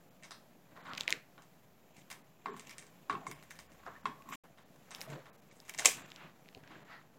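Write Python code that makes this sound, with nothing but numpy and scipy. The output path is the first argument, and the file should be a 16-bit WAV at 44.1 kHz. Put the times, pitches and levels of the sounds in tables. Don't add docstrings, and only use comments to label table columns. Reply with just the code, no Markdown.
import sys
import numpy as np
from scipy import signal
from scipy.fft import rfft, irfft
from scipy.io import wavfile
from scipy.ndimage import uniform_filter1d

SR = 44100
rng = np.random.default_rng(int(sys.argv[2]) if len(sys.argv) > 2 else 0)


def master(y):
    cut = np.clip(np.atleast_2d(y).T, -1, 1)
    pcm = np.round(cut * 32767)
    wavfile.write(sys.argv[1], SR, pcm.astype(np.int16))


def gain_from_db(level_db):
    decades = np.asarray(level_db, float) / 20
    return 10 ** decades


N = 316638


def rms_one(x):
    return x / np.sqrt(np.mean(x ** 2) + 1e-20)


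def coloured(x, points):
    hz, db = np.transpose(points)
    f = np.maximum(np.fft.rfftfreq(N, 1 / SR), 1)
    octaves_outside = np.maximum(np.log2(hz[0] / f), 0) + np.maximum(np.log2(f / hz[-1]), 0)
    gain = gain_from_db(np.interp(np.log(f), np.log(hz), db) - 24 * octaves_outside)
    return rms_one(irfft(rfft(x) * gain, N))


def drift(rate_hz):
    r = np.exp(-2 * np.pi * rate_hz / SR)
    return rms_one(signal.lfilter([1], [1, -2 * r, r * r], rng.standard_normal(N)))


def ring(clicks, hz, t60):
    r = gain_from_db(-60 / (t60 * SR))
    w = 2 * np.pi * hz / SR
    return signal.lfilter([.5, 0, -.5], [1, -2 * r * np.cos(w), r * r], clicks + 1e-18)


def band(x, low_hz, high_hz):
    sos = signal.butter(3, [low_hz, min(high_hz, .45 * SR)], "band", fs=SR, output="sos")
    return signal.sosfilt(sos, x + 1e-18)


# time in s, handle dB, steel dB, room share dB.
KNOCKS = [(0.2256, -63, -55.5, 2), (0.7575, -50.5, -61, 2.5), (0.8579, -50, -48.5, 0.5),
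          (1.3787, -43, -54, -7.5), (2.4587, -29, -39.5, -12), (2.4837, -44, -49, -12),
          (2.5446, -45, -59, -20), (3.097, -29, -33.5, -7), (3.127, -46, -44, -10), (3.152, -40, -52, -18),
          (3.8640, -29.5, -47.5, -10), (3.954, -52, -64, -10), (4.0555, -28.5, -33, -10.5),
          (4.157, -49.5, -60, -13), (4.3233, -39.5, -40.5, -13), (4.5752, -54, -57, 0.5),
          (5.2568, -43.5, -50.5, -6), (6.706, -49.5, -57, 0.5)]
# time in s, blade dB, handle dB, room share dB.
SNIPS = [(.2344, -48.5, -65, -7), (.2416, -55, -52, -2), (.3085, -44, -41, -6.5), (1.4212, -54, -73.5, -9),
         (1.967, -53, -85, -10), (1.9814, -58.5, -74, -2.5), (2.1147, -37, -37.5, -16),
         (2.1269, -41.5, -58, -19), (2.5955, -39, -63, -12), (2.6707, -45, -61, -16),
         (2.7102, -43.5, -63, -17), (2.7825, -38, -81, -11.5), (2.8245, -50.5, -51.5, -8.5),
         (2.8668, -53.5, -65, -9), (3.2670, -44, -48, -8), (3.59, -42, -49, -9), (3.7186, -57, -78, -6.5),
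         (4.2218, -60, -64, -28), (4.7594, -59, -50.5, -28), (4.9075, -45, -44, -1),
         (5.1016, -46.5, -43, -10), (5.5124, -52, -72, -9), (5.651, -55.5, -65, -6.5),
         (5.7465, -38.5, -43, -22), (5.7875, -27, -35, -7.5), (5.7942, -26.5, -55.5, -26)]
# time in s,
# blade dB, handle dB, room share dB.
CRACKS = [(2.1019, -41.5, -42.5, -6), (2.5651, -52.5, -47.5, -4.5), (2.6948, -47, -81, -9.5),
          (3.3130, -40, -44, -13.5), (3.4261, -52, -52.5, -8.5), (3.5070, -44.5, -49, -12),
          (3.5543, -56.5, -76, -5), (4.2895, -56.5, -52, -4), (4.3502, -46, -61, -1.5),
          (5.681, -54, -51.5, 0), (5.6948, -34.5, -62.5, -21.5), (5.7383, -46, -52.5, -13.5),
          (5.7782, -47.5, -55.5, -8), (5.8485, -28.5, -32, -4)]
# time in s, blade dB, handle dB, pivot dB, air dB, room share dB.
LAST_CUT = (5.8568, -4.5, -50.5, -17, -19.5, -16.5)
KNOCK_BLADE_DB, KNOCK_AIR_DB = -11, -37
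SNIP_PIVOT_DB, SNIP_AIR_DB = -2, -18
CRACK_PIVOT_DB, CRACK_AIR_DB = 2.5, -3.5


def snap_rows():
    rows = []
    for s, handle, steel, room in KNOCKS:
        rows.append((s, steel + KNOCK_BLADE_DB, handle, steel, steel + KNOCK_AIR_DB, room))
    for s, blade, handle, room in SNIPS:
        rows.append((s, blade, handle, blade + SNIP_PIVOT_DB, blade + SNIP_AIR_DB, room))
    for s, blade, handle, room in CRACKS:
        rows.append((s, blade, handle, blade + CRACK_PIVOT_DB, blade + CRACK_AIR_DB, room))
    return np.array(rows + [LAST_CUT])


TEAR_TO_ROOM_DB = 7.5


def struck(rows, tear, level_db):
    clicks = np.zeros((2, N))
    at = (rows[:, :1] * SR).astype(int) + np.arange(tear.shape[1])
    np.add.at(clicks[0], at, tear * gain_from_db(level_db)[:, None])
    np.add.at(clicks[1], at[:, 0], gain_from_db(level_db + rows[:, 5] + TEAR_TO_ROOM_DB))
    return clicks


BLADE_PART = -3.2, [(5800, -20, 0.0017), (6630, -10, 0.0019), (7495, -21.5, 0.015)]
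HANDLE_PART = -8.5, [(280, -28, 0.08), (419.7, -28.5, 0.17), (1050, -17.5, 0.018), (1096, -12.5, 0.021),
               (1380, -26.5, 0.025), (1700, -26, 0.02)]
PIVOT_PART = -3.5, [(1881, -25, 0.026), (2080, -16.5, 0.016), (2280, -14, 0.022), (2700, -22, 0.027),
              (3168, -30.5, 0.014)]
AIR_PART = 2, [(11800, -17, 0.003)]
# low Hz, high Hz.
RADIATES = [(4800, 8800), (680, 1600), (1600, 4000), (9300, 15800)]
# start in s, end in s, ring dB elsewhere, scrape dB.
LEVERING = (2.4, 4.36, -12, 0)
# start in s, end in s.
REGRIP = (3.8, 4.0)
RING_TO_ROOM_DB = -9


def snaps(tear_s=0.0028, ragged=0.31, scatter_db=2.5):
    rows = snap_rows()
    tear = ragged * rng.standard_normal((len(rows), 200)) * np.exp(-np.arange(200) / (tear_s * SR))
    tear[:, 0] = 1
    free = np.searchsorted([LEVERING[0], *REGRIP, LEVERING[1]], rows[:, 0]) % 2 == 1
    held_db = np.where(free, 0, LEVERING[2])
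    out = np.zeros((2, N))
    for part, (wide_db, modes) in enumerate((BLADE_PART, HANDLE_PART, PIVOT_PART, AIR_PART)):
        low_hz, high_hz = RADIATES[part]
        level_db = rows[:, 1 + part]
        per_band = SR / 4 / (high_hz - low_hz)
        out += per_band * band(struck(rows, tear, level_db + wide_db), low_hz, high_hz)
        grip_db = held_db * (part == 1)
        rings = np.zeros((2, N))
        for hz, mode_db, t60 in modes:
            luck_db = scatter_db * rng.standard_normal(len(rows))
            rings += ring(struck(rows, tear, level_db + mode_db + grip_db + luck_db), hz, t60)
        out += band(rings, low_hz / 3, 1.17 * high_hz) * [[1], [gain_from_db(RING_TO_ROOM_DB)]]
    return out


# time in s, peak dB, colour Hz, wide crack dB, room share dB.
RAYS = [(.9347, -27, 2800, -46.5, -16), (.9507, -29.5, 2800, -54, -32.5), (.9817, -29, 2190, -36.5, -32.5),
        (.9778, -23, 2700, -49.5, -20.5), (.9798, -22.5, 2580, -56, -34.5), (.9982, -40, 2120, -52, -5.5),
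        (1.0086, -16, 3500, -36, -23.5), (1.0342, -33.5, 2900, -55, -29),
        (1.0787, -11.5, 2080, -35.5, -12.5), (1.088, -38, 1900, -57, -26.5),
        (1.0972, -37.5, 2010, -33.5, -12.5), (1.1054, -20, 3430, -25.5, -33),
        (1.1256, -6, 2130, -41.5, -17.5), (4.9483, -27.5, 3470, -35, -13), (5.0083, -42, 4000, -33, -8),
        (5.0148, -31, 2160, -39, -29)]
# time in s, peak dB, colour Hz.
TICKS = [(5.6020, -35, 5040), (6.1035, -39, 4200), (6.1183, -30.5, 2700), (6.1613, -32, 4040),
         (6.4488, -49, 2260), (6.482, -47, 2350), (6.4882, -34.5, 2020), (6.528, -49, 2260),
         (6.5486, -34, 2770), (6.576, -48, 1860), (6.637, -40, 1610), (6.6763, -36, 1700)]
TICK_CRACK_DB, TICK_ROOM_DB = -19, -19
TICK_CYCLES = 7.7
RAY_FLOOR_HZ = 1550


def ticks():
    rows = RAYS + [(s, db, hz, db + TICK_CRACK_DB, TICK_ROOM_DB) for s, db, hz in TICKS]
    out = np.zeros((2, N))
    for s, peak_db, hz, crack_db, room_db in rows:
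        click = np.zeros(1024)
        click[0] = 1
        click[6 + int(30 * rng.random())] = .4
        t60 = np.clip(TICK_CYCLES / hz, 5e-4, 3.5e-3)
        wave = gain_from_db(peak_db - 2.5) * band(ring(click, hz, t60), 1600, 9000)
        crack = gain_from_db(crack_db + 7.0) * band(click, 1500, 15000)
        crack += gain_from_db(peak_db - 1.0) * band(click, 0.69 * hz, 2.0 * hz)
        start = int(s * SR)
        out[0, start:start + 1024] += band(wave + crack, RAY_FLOOR_HZ, SR / 2)
        out[1, start:start + 1024] += gain_from_db(room_db) * (gain_from_db(2 * RING_TO_ROOM_DB) * wave + crack)
    return out


# time in s, peak dB, frequency in Hz, t60 in s.
NUDGES = [(.2420, -51.5, 2200, 0.059), (2.4586, -33.5, 1106, .035), (2.483, -37, 1070, 0.045),
          (2.541, -41, 1055, 0.039), (2.716, -51, 2260, .04), (3.0976, -23.5, 1092, 0.035),
          (3.103, -34.5, 1424, .03), (3.0974, -35.5, 1700, 0.0206), (3.126, -35, 1100, 0.033),
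          (3.1388, -37.5, 1060, 0.023), (3.151, -33, 1064, 0.037), (3.164, -43, 1120, .02),
          (3.173, -43, 1000, 0.027), (3.2674, -32.5, 1074, 0.03), (3.269, -41.5, 2140, 0.041),
          (3.314, -48, 1070, 0.022), (3.321, -44.5, 2210, 0.033), (3.598, -55.5, 2200, .04),
          (3.953, -50, 1740, .03), (3.962, -48.5, 1800, .03), (4.0556, -22.5, 1082, 0.031),
          (4.0615, -34.5, 1390, 0.022), (4.0565, -39.5, 2160, 0.034), (4.0567, -36.5, 2660, 0.019),
          (4.0558, -40, 3320, 0.026), (4.168, -51, 1080, .02), (4.258, -53, 1100, .04),
          (4.272, -52, 1104, .05), (4.309, -47, 1100, 0.047), (4.326, -42.5, 2170, 0.037),
          (4.992, -54, 787, 0.086), (5.075, -48.5, 638, 0.12), (5.6950, -40, 2246, 0.028),
          (5.822, -32.5, 1486, 0.011), (5.847, -38.5, 1010, 0.0097), (4.2883, -43.5, 1067, 0.056),
          (4.3237, -36, 1097, 0.033), (4.134, -48.5, 1110, .04), (6.64, -59, 1604, 0.053),
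          (6.755, -50, 1630, 0.043), (5.858, -42, 292.8, 0.057), (6.565, -57, 102, 0.13),
          (6.708, -50.5, 301, 0.043), (6.762, -49.5, 325, 0.041), (2.4590, -40.5, 2100, .02),
          (3.104, -50, 2360, 0.025), (3.153, -46, 2680, .02), (3.153, -53.5, 3400, .015),
          (5.8564, -18, 1085, 0.01), (5.8591, -16.5, 2510, 0.013), (5.865, -25.5, 2305, 0.011),
          (5.866, -22.5, 3100, 0.013)]
# time in s, peak dB, frequency
# in Hz, room share dB.
FLICKS = [(.2258, -47, 7200, -10), (.2420, -43, 5000, -7), (.3085, -36, 5240, -5.5),
          (0.3086, -45.5, 1420, -18), (.3100, -39.5, 4170, -3), (0.9753, -32, 4600, -23),
          (0.977, -30, 6200, -29), (0.999, -35, 5600, -18), (1.0062, -36, 3500, -11),
          (1.0087, -22, 6000, -30), (1.0185, -44, 3800, -20), (1.0345, -37, 7400, -20),
          (1.075, -40, 2980, -20), (1.0762, -49, 900, -20.5), (1.1069, -38, 1280, -20.5),
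          (0.318, -39, 5200, -14), (0.3184, -44, 1270, -21), (1.0880, -34, 4500, -8),
          (1.0977, -31, 2000, -20), (1.1055, -19, 6600, -24), (1.1261, -19, 4370, -28),
          (2.6945, -40, 5300, -15), (2.7083, -39, 5300, -15), (2.7825, -29.5, 8200, -21),
          (3.504, -45, 6100, -4), (3.5140, -38, 1730, -18.5), (3.5895, -40, 5000, -25),
          (3.86, -50, 5520, -15), (4.2222, -48.5, 2500, -26), (4.2900, -41, 7300, -11),
          (4.3200, -45, 7400, 0.5), (4.9494, -29.5, 5200, -26), (4.9850, -45, 5000, -23),
          (5.0146, -25, 5300, -32), (5.105, -46, 7500, -15), (5.7787, -29.5, 6200, -3),
          (5.8515, -23, 7200, -12), (5.86, -10, 7360, -14), (5.8592, -15, 10600, -15),
          (5.8665, -28, 10500, -20), (5.8780, -26, 8500, -19.5), (5.7950, -31.5, 11170, -11),
          (6.459, -50, 2320, -26), (6.4822, -62, 4080, -22), (6.5490, -42, 3960, -20),
          (6.5760, -54, 4660, -21.5),
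          (3.2680, -39.5, 7200, -3), (3.2830, -49.5, 7400, -8), (3.3130, -40.5, 5100, -7),
          (3.4263, -50.5, 3800, -17), (4.0560, -42, 6400, -12), (4.057, -44.5, 8200, -15),
          (4.2222, -54, 7000, -20), (4.3220, -46, 5630, -4), (5.5570, -52, 7760, -3.5),
          (5.6030, -49, 12500, -9.5), (3.5897, -44, 14000, -6), (5.6820, -49.5, 6000, -10),
          (5.6967, -37.5, 5510, -15), (5.6960, -44.5, 13010, -9.5), (5.7480, -47.5, 12800, -10),
          (5.7880, -40, 750, -7.5), (5.8030, -38.5, 9500, -13), (5.857, -14.5, 3200, -15),
          (5.8585, -24, 12500, -13.5), (1.3797, -48.5, 3060, -16), (4.9483, -38, 3800, -20),
          (4.9150, -49, 2360, -4), (1.0790, -26, 4300, -23), (4.2900, -36.5, 13100, -6),
          (4.3502, -37, 13200, -12), (4.9852, -50, 13500, -15), (5.7880, -38, 13600, -6)]
NUDGE_RISE_S = 0.00047
FLICK_CYCLES = 10.8


def pings():
    out, t = np.zeros((2, N)), np.arange(8192) / SR
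    rows = [(s, db, hz, t60, NUDGE_RISE_S, -24) for s, db, hz, t60 in NUDGES]
    rows += [(s, db, hz, FLICK_CYCLES / hz, .0001, room_db) for s, db, hz, room_db in FLICKS]
    for s, peak_db, hz, t60, rise_s, room_db in rows:
        envelope = gain_from_db(peak_db + 3 - 60 * t / t60) * (1 - np.exp(-t / rise_s))
        wave = envelope * np.sin(2 * np.pi * hz * t)
        wave = signal.lfilter([1, -1], [1, -np.exp(-hz / SR)], wave)
        start = int(s * SR)
        out[:, start:start + len(t)] += wave, gain_from_db(room_db) * wave
    return out


# time of full pressure in s, length in s, drag dB, wet hiss dB.
STROKES = [(0.932, 0.15, -51.5, -68), (1.007, 0.042, -53.5, -56.5), (1.14, 0.041, -53.5, -58),
           (1.97, 0.15, -81, -72), (2.523, 0.092, -67, -66), (2.698, 0.2, -67.5, -65.5),
           (3.293, 0.35, -67.5, -68), (3.907, 0.23, -63.5, -70.5), (4.339, 0.055, -55, -54),
           (5.01, 0.14, -59.5, -61.5), (5.133, 0.094, -52.5, -62.5), (5.75, 0.35, -70.5, -70.5),
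           (5.894, 0.067, -60.5, -40.5), (5.983, 0.2, -56, -59), (6.251, 0.1, -60.5, -91),
           (6.79, 0.22, -63.5, -72.5), (6.997, 0.075, -65, -82.5)]
# thud dB, rub dB, hiss dB.
REST_DB = (-68, -77, -80.5)
STROKE_FADE_DB, PRESS_SHARE = 14, 1
THUD_AT_DB, THUD_FOLLOWS = -59.5, 0.68


def stroke_levels(step=64):
    t = np.arange(0, N + step, step) / SR
    s, length, drag_db, wet_db = np.transpose(STROKES)[:, :, None]
    loss_db = STROKE_FADE_DB * np.abs(t - s) / np.where(t < s, PRESS_SHARE * length, length)
    thud_db = THUD_AT_DB + THUD_FOLLOWS * (drag_db + 59.5)
    levels = []
    for rest_db, top_db in zip(REST_DB, (thud_db, drag_db, wet_db)):
        power = gain_from_db(2 * rest_db) + gain_from_db(2 * (top_db - loss_db)).sum(axis=0)
        levels.append(np.interp(np.arange(N) / SR, t, np.sqrt(power)))
    return levels


# frequency in Hz, level in dB per Hz.
THUD = [(100, -7.5), (145, 3), (200, 0.5), (320, -3), (480, -8), (700, -4.5)]
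RUB = [(600, -12.5), (1000, 0), (1400, -1.5), (1900, -2), (2600, -13), (4000, -14)]
HISS = [(2400, 10), (3500, 2.5), (5000, -8), (7500, 4), (9000, -38), (12000, -5), (15000, -11)]


def sliding(grains_per_s=2500, lumpy_db=2.5):
    t, layers, levels = np.arange(N) / SR, [], stroke_levels()
    for level, spectrum in zip(levels, (THUD, RUB, HISS)):
        slips = (rng.random(N) < grains_per_s / SR) * rng.standard_normal(N)
        slips += 0.21 * rng.standard_normal(N)
        layers.append(level * gain_from_db(lumpy_db * drift(58.9)) * coloured(slips, spectrum))
    start, end, _, scrape_db = LEVERING
    above_rest = (1 - gain_from_db(REST_DB[1]) / levels[1]) ** 2
    scrape = layers[1] * above_rest * (t > start) * (t < end)
    hummed = rms_one(ring(scrape, 1090, .03)) * np.sqrt(np.mean(scrape ** 2))
    return sum(layers) + gain_from_db(scrape_db) * hummed


# time of the top in s, fall in s, level in dB, low Hz, high Hz.
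BUMPS = [(.785, 0.055, -59, 300, 1420), (1.088, 0.026, -49, 300, 1290), (1.14, 0.036, -53.5, 250, 500),
         (2.49, 0.08, -52, 375, 449), (2.49, 0.1, -54.5, 160, 310), (3.126, 0.07, -51.5, 352, 454),
         (3.125, 0.077, -50, 118, 303), (3.285, 0.071, -52.5, 128, 176), (3.284, 0.048, -53, 246, 422),
         (3.874, 0.019, -48, 300, 1620), (1.2, 0.021, -77, 2315, 6907), (4.07, 0.068, -53.5, 143, 318),
         (4.31, 0.11, -57.5, 150, 288), (4.327, 0.02, -49.5, 982.8, 2730), (4.445, 0.03, -61, 120, 1500),
         (5.004, 0.035, -57, 457, 860), (5.8, 0.022, -55.5, 200, 400), (5.862, 0.031, -38.5, 425, 780)]
# time of the top in s, fall in s, level in dB, low Hz, high Hz.
SWEEPS = [(.9, 0.044, -48.5, 960, 1460), (3.7, 0.62, -72, 40.3, 93), (4.2, 0.035, -61.5, 1030, 1160),
          (5.141, 0.067, -47.5, 132, 154.5), (5.14, 0.057, -50.5, 280, 740), (6.218, 0.066, -57, 860, 2970),
          (6.576, 0.017, -56, 197, 697), (6.72, 0.076, -60.5, 248, 2930), (6.927, 0.054, -55, 588, 2180),
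          (6.935, 0.054, -59.5, 1780, 1955), (6.935, 0.046, -57.5, 1275, 1400),
          (3.22, 0.12, -59.5, 640, 860), (6.93, 0.055, -64.5, 2175, 4865)]
BUMP_RISE, SWEEP_RISE = 0.42, 0.84


def sweeps():
    t, out = np.arange(N) / SR, np.zeros(N)
    rows = [(BUMP_RISE, row) for row in BUMPS] + [(SWEEP_RISE, row) for row in SWEEPS]
    for share, (s, fall_s, level_db, low_hz, high_hz) in rows:
        rise_s = share * fall_s
        near = slice(max(int((s - 3 * rise_s) * SR), 0), int((s + 3 * fall_s) * SR))
        swell = np.exp(-((t[near] - s) / np.where(t[near] < s, rise_s, fall_s)) ** 2)
        friction = rms_one(band(rng.standard_normal(N)[near], low_hz, high_hz))
        out[near] += gain_from_db(level_db) * swell * friction
    return out


# frequency in Hz, t60 in s.
KITCHEN = [(150, 1), (500, 0.31), (1500, 0.32), (4000, 0.23), (8000, 0.25), (14000, 0.26)]
# delay in s, dB over the diffuse field.
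WALLS = [(.0068, 4.5), (0.0112, 5.5), (0.0168, -1.5)]


def kitchen(x, first_wall_s=0.009):
    t = np.arange(SR // 2) / SR
    hz, t60 = np.transpose(KITCHEN)
    echo = np.zeros(len(t))
    for low_hz in 88 * 2. ** np.arange(0, 7.5, .5):
        sos = signal.butter(2, [low_hz, low_hz * np.sqrt(2)], "band", fs=SR, output="sos")
        fall = gain_from_db(-60 * t / np.interp(np.log(low_hz), np.log(hz), t60))
        echo += fall * signal.sosfilt(sos, rng.standard_normal(len(t)))
    early = sum(gain_from_db(db) * np.exp(-((t - s) / 0.00085) ** 2) for s, db in WALLS)
    echo *= np.clip(t / first_wall_s, 0, 1) ** 3 + early
    return signal.fftconvolve(x, echo / np.sqrt(np.sum(echo ** 2)))[:N]


# frequency in Hz, level in dB per Hz.
ROOM_TONE = [(25, -24), (60, -12.5), (100, -9.5), (160, 2), (300, -10), (600, -6.5), (1000, -15),
             (2000, -21.5), (4000, -25), (7000, -24.5), (9000, -32.5), (11500, -24), (14000, -27.5),
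             (16000, -26.5)]
# frequency in Hz, width in Hz, level in dB.
WHINE = [(7200, 500, -99), (14300, 500, -83.5)]
# start in s, end in s, residue dB.
JOIN = (4.358, 4.436, -112)
ROOM_TONE_DB = -67


def room_tone():
    out = gain_from_db(ROOM_TONE_DB + 1.5 * drift(2.5)) * coloured(rng.standard_normal(N), ROOM_TONE)
    first_scene = np.arange(N) / SR < JOIN[0]
    for hz, width_hz, level_db in WHINE:
        t60 = np.log(1000) / np.pi / width_hz
        out += first_scene * gain_from_db(level_db) * rms_one(ring(rng.standard_normal(N), hz, t60))
    return out


CUTOFF_HZ, STEADY_CUTOFF_HZ = 16550, 16100


def low_pass(x, cutoff_hz):
    return signal.sosfilt(signal.cheby2(24, 50, cutoff_hz, fs=SR, output="sos"), x)


def scene():
    direct, feed = snaps() + ticks() + pings()
    lasting = gain_from_db(11.5) * kitchen(feed) + sliding() + sweeps() + room_tone()
    return (direct + low_pass(lasting, STEADY_CUTOFF_HZ))[None]


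def around(s, length_s):
    near = slice(int((s - .06) * SR), int((s + .06) * SR))
    t = np.arange(N)[near] / SR
    return near, np.clip((length_s - np.abs(t - s) * 2) / .008 + .5, 0, 1)


# time in s, length in s, lower edge in Hz, level in dB.
STARVED = [(.826, .02, 6000, -8), (.868, .012, 8000, -12), (.912, .015, 8000, -8), (1.933, .012, 4000, -8),
           (2.233, .018, 3000, -9), (2.52, .026, 4500, -28), (3.345, .008, 7800, -20),
           (3.685, .025, 3500, -9), (.1, .012, 11600, -6), (4.027, .02, 7500, -25), (4.645, .02, 5500, -12),
           (5.07, .015, 4000, -8), (5.316, .027, 2800, -24), (5.37, .012, 2500, -15),
           (5.412, .012, 2500, -12), (5.508, .03, 7500, -26), (6.04, .03, 8800, -30),
           (6.842, .012, 3500, -12)]


def thin_treble(x):
    for s, length_s, above_hz, drop_db in STARVED:
        near, window = around(s, length_s)
        sos = signal.butter(4, above_hz, "high", fs=SR, output="sos")
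        top = signal.sosfiltfilt(sos, x[near])
        lines = np.abs(rfft(top * np.hanning(len(top)) ** 4))
        stands = lines / uniform_filter1d(lines + 1e-12, size=301)
        lost = irfft(rfft(top) * (stands < np.quantile(stands, .985)), len(top))
        x[near] -= (1 - gain_from_db(drop_db)) * window * lost
    return x


# time in s, length in s, low Hz, high Hz.
GAPS = [(.1, .012, 3800, 7000), (.1, .012, 7500, 11000), (.826, .018, 4500, 6200), (.868, .012, 5100, 6400),
        (.912, .012, 4900, 6800), (3.343, .012, 3600, 4500), (3.343, .012, 5700, 6600),
        (4.325, .014, 8700, 10800), (4.328, .02, 4000, 4600), (4.027, .016, 3500, 4600),
        (4.027, .016, 6300, 6900), (4.925, .016, 6500, 7500), (4.924, .016, 9500, 10700),
        (4.925, .012, 11500, 17000), (6.04, .025, 5300, 5800), (6.04, .025, 6200, 6700)]


def drop_bands(x):
    for s, length_s, low_hz, high_hz in GAPS:
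        near, window = around(s, length_s)
        sos = signal.butter(3, [low_hz, high_hz], "band", fs=SR, output="sos")
        x[near] -= window * signal.sosfiltfilt(sos, x[near])
    return x


OVERLOAD = .7
OFFSET = -.0004


def top_cut(x):
    return signal.sosfilt(signal.butter(12, 16670, fs=SR, output="sos"), x)


def record(dry):
    t = np.arange(N) / SR
    x = OVERLOAD * np.tanh(dry[0] / OVERLOAD)
    x = drop_bands(thin_treble(x))
    start, end, residue_db = JOIN
    gate = np.clip(np.maximum(start - t, t - end) / .003, 0, 1)
    edge_s = np.minimum(np.abs(t - start), np.abs(t - end))
    smear = gain_from_db(residue_db - 450 * edge_s) * rng.standard_normal(N)
    x = gate * x + (1 - gate) * smear
    x = low_pass(x + gate * OFFSET, CUTOFF_HZ)
    return top_cut(x[None])


dry = scene()
out = record(dry)
master(out)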